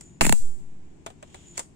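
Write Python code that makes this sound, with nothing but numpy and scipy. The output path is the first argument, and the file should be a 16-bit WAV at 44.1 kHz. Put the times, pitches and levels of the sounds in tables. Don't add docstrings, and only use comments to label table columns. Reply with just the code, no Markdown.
import sys
import numpy as np
from scipy import signal
from scipy.fft import rfft, irfft
from scipy.io import wavfile

SR = 44100
rng = np.random.default_rng(int(sys.argv[2]) if len(sys.argv) > 2 else 0)


def put_to_file(sound):
    columns = np.atleast_2d(sound).T
    safe = np.clip(columns, -1, 1)
    whole_steps = np.round(safe * 32767)
    wavfile.write(sys.argv[1], SR, whole_steps.astype(np.int16))


N = 77175
T = np.arange(N) / SR

# (time [s], crack [dB], treble ring [dB], low chirp [dB], room hiss [dB], fade time [s],
# jolt of the left microphone [gain], jolt of the right microphone [gain])
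SPARKS = [(0.2093, -7.5, -16, -12, -29.5, 0.0055, -0.17, -0.14),
          (0.2152, -13, -27.5, -19.5, -30, 0.0026, 0.11, 0.037),
          (0.2232, -25, -26, -12, -35.5, 0.0006, -0.026, -0.036),
          (0.2461, -15, -20.5, -11.5, -33.5, 0.0011, -0.12, 0.058),
          (0.265, -13.5, -13, -11, -36, 0.0022, 0.013, 0.16),
          (0.2933, -9, -11, -9.5, -44.5, .0016, 0.25, -0.3),
          (0.3243, -7.5, -4.5, -13, -52.5, 0.0011, 0.15, 0.054)]
ROOM_RISE_S = 0.0037
BASS_CUT_HZ = 146.5


def amp(db):
    return 10 ** (np.asarray(db) / 20)


def rms_one(x):
    return x / np.sqrt(np.mean(x ** 2) + 1e-20)


def noise():
    return rng.standard_normal((2, N))


def near_noise(shared):
    return np.sqrt(shared) * noise()[:1] + np.sqrt(1 - shared) * noise()


def keep_band(x, hz, kind, order=2):
    return signal.sosfilt(signal.butter(order, hz, kind, fs=SR, output="sos"), x)


def colour(x, points):
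    size = 8192
    hz, db = np.transpose(points)
    log_hz = np.log(np.fft.rfftfreq(size, 1 / SR) + 1)
    gain = rms_one(amp(np.interp(log_hz, np.log(hz), db)))
    cepstrum = irfft(np.log(gain))
    cepstrum[1:size // 2] *= 2
    cepstrum[size // 2 + 1:] = 0
    response = irfft(np.exp(rfft(cepstrum)))
    return signal.fftconvolve(x, response[None], axes=-1)[:, :N]


def burst(start, rise_s, fade_s):
    age = T - start
    return np.clip(age / rise_s, 0, 1) * np.exp(-np.maximum(age - rise_s, 0) / fade_s)


def tail(hits, t60_s, rise_s=ROOM_RISE_S):
    fade_s = t60_s / np.log(1000)
    return np.sqrt(sum((amp(db) * burst(start, rise_s, fade_s)) ** 2 for start, db in hits))


def place(x, pan_db, left_lag_s=0.0005):
    left = np.roll(x[0], int(left_lag_s * SR))
    return np.array([left * amp(pan_db), x[-1] * amp(-pan_db)])


def smear(x, hz, stages):
    pole = np.exp(-2 * np.pi * hz / SR)
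    for _ in range(stages):
        x = signal.lfilter([-pole, 1], [1, -pole], x + 1e-18)
    return x


def background():
    # (frequency [Hz], level [dB])
    rumble_tone = [(25, 1), (60, 2.5), (110, 1), (170, 4), (260, -1.5), (370, -2), (520, -15.5), (850, -14),
                   (1300, -24), (2400, -23), (4500, -32.5), (6000, -29.5), (7400, -23), (9000, -34.5),
                   (10200, -45.5), (15000, -55.5)]
    # (frequency [Hz], level [dB])
    hum_tones = [(80.7, -66.5), (156.1, -68), (349.9, -70)]
    split_hz, rumble_db, pan_db = 450, -50.5, 1.68
    shared_bass = 0.66 * keep_band(noise()[:1], split_hz, "low")
    wide_treble = 0.47 * keep_band(noise(), split_hz, "high")
    rumble = amp(rumble_db) * colour(shared_bass + wide_treble + 0.5 * noise(), rumble_tone)
    hum = sum(np.sqrt(2) * amp(db) * np.sin(2 * np.pi * (hz * T + rng.random())) for hz, db in hum_tones)
    return (rumble + hum) * amp([[pan_db], [-pan_db]])


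def slides():
    # (middle time [s], half length [s], squeal [dB], rasp [dB])
    strokes = [(0.008, 0.098, -56.5, -67.5), (1.391, 0.097, -64, -58), (1.492, 0.032, -55, -77),
               (1.587, 0.029, -53, -52.5)]
    # (frequency [Hz], level [dB])
    squeal_tone = [(4500, -47), (6200, -25.5), (6750, -12.5), (7050, 1), (7450, -27), (8800, -22.5),
                   (10000, -42.5), (15000, -49.5)]
    rasp_tone = [(400, 0.5), (1300, -6), (2300, -3), (2750, 1), (3350, 2.5), (4000, -5), (4800, -9),
                 (8000, 1.5), (10000, -22.5), (15000, -28.5)]
    rough_db, rough_hz = 1, 77
    squeal_level, rasp_level = 0, 0
    for middle, half_s, squeal_db, rasp_db in strokes:
        swell = np.exp(-0.5 * ((T - middle) / half_s) ** 2)
        squeal_level += amp(squeal_db) * swell
        rasp_level += amp(rasp_db) * swell
    grip = amp(rough_db * rms_one(keep_band(noise()[0], rough_hz, "low")))
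    squeal = colour(near_noise(shared=1) * grip * squeal_level, squeal_tone)
    rasp = colour(noise() * grip * rasp_level, rasp_tone)
    return squeal + rasp


def taps():
    # (time [s], click [dB], knock [dB], click fade time [s], knock pitch [Hz])
    hits = [(0.0085, -33.5, -52, 0.0025, 844), (1.0619, -33.5, -32, 0.0049, 670),
            (1.101, -50, -49, 0.0041, 756), (1.226, -43, -42.5, .003, 610), (1.3436, -44, -41, 0.005, 830),
            (1.356, -48.5, -71, 0.0024, 810), (1.572, -35, -58, 0.0061, 935),
            (1.5764, -22.5, -35, 0.0034, 1010), (1.5918, -25, -34, 0.0067, 917)]
    # (frequency [Hz], level [dB])
    click_tone = [(800, -32), (2000, -6.5), (3500, -26.5), (4500, -7.5), (5800, -7.5), (7200, 4),
                  (8800, 0.5), (10000, -14), (15000, -29)]
    knock_tone = [(150, -16), (400, 2), (700, 1), (1300, -3.5), (2100, -8), (3400, -7), (5000, -22),
                  (12000, -33.5)]
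    ring_width_hz, ring_db, room_db = 73, 7, -21.5
    contact = near_noise(shared=0.6)
    click_level, knock = 0, 0
    for start, click_db, knock_db, fade_s, hz in hits:
        click_level += amp(click_db) * burst(start, rise_s=0.0009, fade_s=fade_s)
        blow = contact * amp(knock_db) * burst(start, rise_s=0.0016, fade_s=0.009) + 1e-18
        ring = signal.lfilter(*signal.iirpeak(hz, hz / ring_width_hz, fs=SR), blow)
        knock += blow + amp(ring_db) * ring
    direct = colour(near_noise(shared=0.27) * click_level, click_tone) + colour(knock, knock_tone)
    click_echo = noise() * tail([(start, db) for start, db, *_ in hits], t60_s=0.25)
    knock_echo = noise() * tail([(start, db) for start, _, db, *_ in hits], t60_s=0.25)
    room = colour(click_echo, click_tone) + colour(knock_echo, knock_tone)
    return place(direct, pan_db=0.7) + amp(room_db) * room


def thumps():
    swing_hz, fade_s = 1.2, 1 / np.log(1000)
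    # (time [s], rise [s], left jolt [gain], right jolt [gain])
    jolts = [(start, 0.0023, left, right) for start, *_, left, right in SPARKS]
    jolts.append((0.391, 0.044, 0.062, 0.26))
    swing = 0
    for start, rise_s, left, right in jolts:
        sway = np.cos(2 * np.pi * swing_hz * (T - start))
        swing += np.array([[left], [right]]) * burst(start, rise_s, fade_s) * sway
    return keep_band(swing, hz=66, kind="low")


def spark_hiss():
    # (frequency [Hz], level [dB])
    hiss_tone = [(200, -29), (600, -11.5), (2500, -12), (4000, -10), (6000, -8), (7400, 6), (8500, 0.5),
                 (9800, -10), (15000, -20.5)]
    hits = [(start, hiss_db) for start, _, _, _, hiss_db, *_ in SPARKS]
    early = noise() * tail(hits, t60_s=0.24)
    late = keep_band(noise(), hz=4080, kind="high", order=1) * tail(hits, t60_s=0.62)
    return keep_band(colour(early + amp(-1.5) * late, hiss_tone), BASS_CUT_HZ, "high")


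def sizzle():
    # (frequency [Hz], level [dB])
    sizzle_tone = [(500, -11.5), (2500, 8), (4000, -16), (6500, -18), (7500, -3.5), (8800, 3), (9800, -4),
                   (15000, -13.5)]
    start, hold_s, fade_s = 0.221, 0.031, 0.012
    pops_per_s, spread_db, level_db = 500, 5.5, -24.5
    sizes = amp(spread_db * np.minimum(rng.exponential(1, N), 4))
    signs = rng.choice([-1, 1], N)
    fires = rng.random((2, N)) < pops_per_s / SR
    pops = rms_one(sizes * signs * fires)
    loudness = (T > start) * np.exp(-np.maximum(T - start - hold_s, 0) / fade_s)
    return amp(level_db) * colour(pops * loudness, sizzle_tone)


def chirps():
    top_hz, left_smear_hz, right_smear_hz = 342.3, 950, 1080
    pulses = np.zeros(N)
    for start, _, _, chirp_db, *_ in SPARKS:
        pulses[int(start * SR)] = amp(chirp_db) * SR / (2 * top_hz)
    bass_cut = signal.cheby1(8, 0.5, BASS_CUT_HZ, "high", fs=SR, output="sos")
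    lows = signal.sosfilt(bass_cut, keep_band(pulses + 1e-18, top_hz, "low"))
    return np.array([smear(lows, hz, stages=12) for hz in (left_smear_hz, right_smear_hz)])


def bounces(start, fade_s, gap_s=0.0012, step_db=-15):
    pulses = np.zeros(N)
    for k in range(4):
        pulses[int((start + k * gap_s) * SR)] += amp(k * step_db)
    return pulses * np.sqrt(fade_s * SR) / 2


def sparks():
    # (frequency [Hz], level [dB])
    crack_tone = [(250, -15.5), (500, 5), (950, 1.5), (1400, -5.5), (2100, -8.5), (2750, 0.5),
                  (3100, -16.5), (5000, -11), (7000, -24), (15000, -30.5)]
    ring_tone = [(3000, -15), (6200, -25.5), (6900, 0), (7500, 1), (8200, -13.5), (9200, 1), (9900, -12),
                 (15000, -19.5)]
    rise_s, scatter_db, cage_echo_db = 0.00052, -2, -26.5
    reflections = near_noise(shared=0.2)
    crack, ring = 0, 0
    for start, crack_db, ring_db, _, _, fade_s, _, _ in SPARKS:
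        snap = np.roll(reflections, int(start * SR), axis=1) * burst(start, rise_s, fade_s)
        crack += amp(crack_db) * (bounces(start, fade_s) + amp(scatter_db) * snap)
        ring += amp(ring_db) * snap
    hits = [(start, crack_db) for start, crack_db, *_ in SPARKS]
    crack += amp(cage_echo_db) * noise() * tail(hits, t60_s=0.089, rise_s=rise_s)
    crack = smear(colour(crack, crack_tone), hz=2040, stages=8)
    return place(crack + colour(ring, ring_tone) + chirps(), pan_db=0.4)


def scene():
    return sparks() + sizzle() + spark_hiss() + thumps() + taps() + slides() + background()


def record(dry):
    ceiling, top_hz = 1.1, 15700
    treble_cut = signal.ellip(10, 0.1, 70, top_hz, fs=SR, output="sos")
    return signal.sosfilt(treble_cut, ceiling * np.tanh(dry / ceiling))


dry = scene()
out = record(dry)
put_to_file(out)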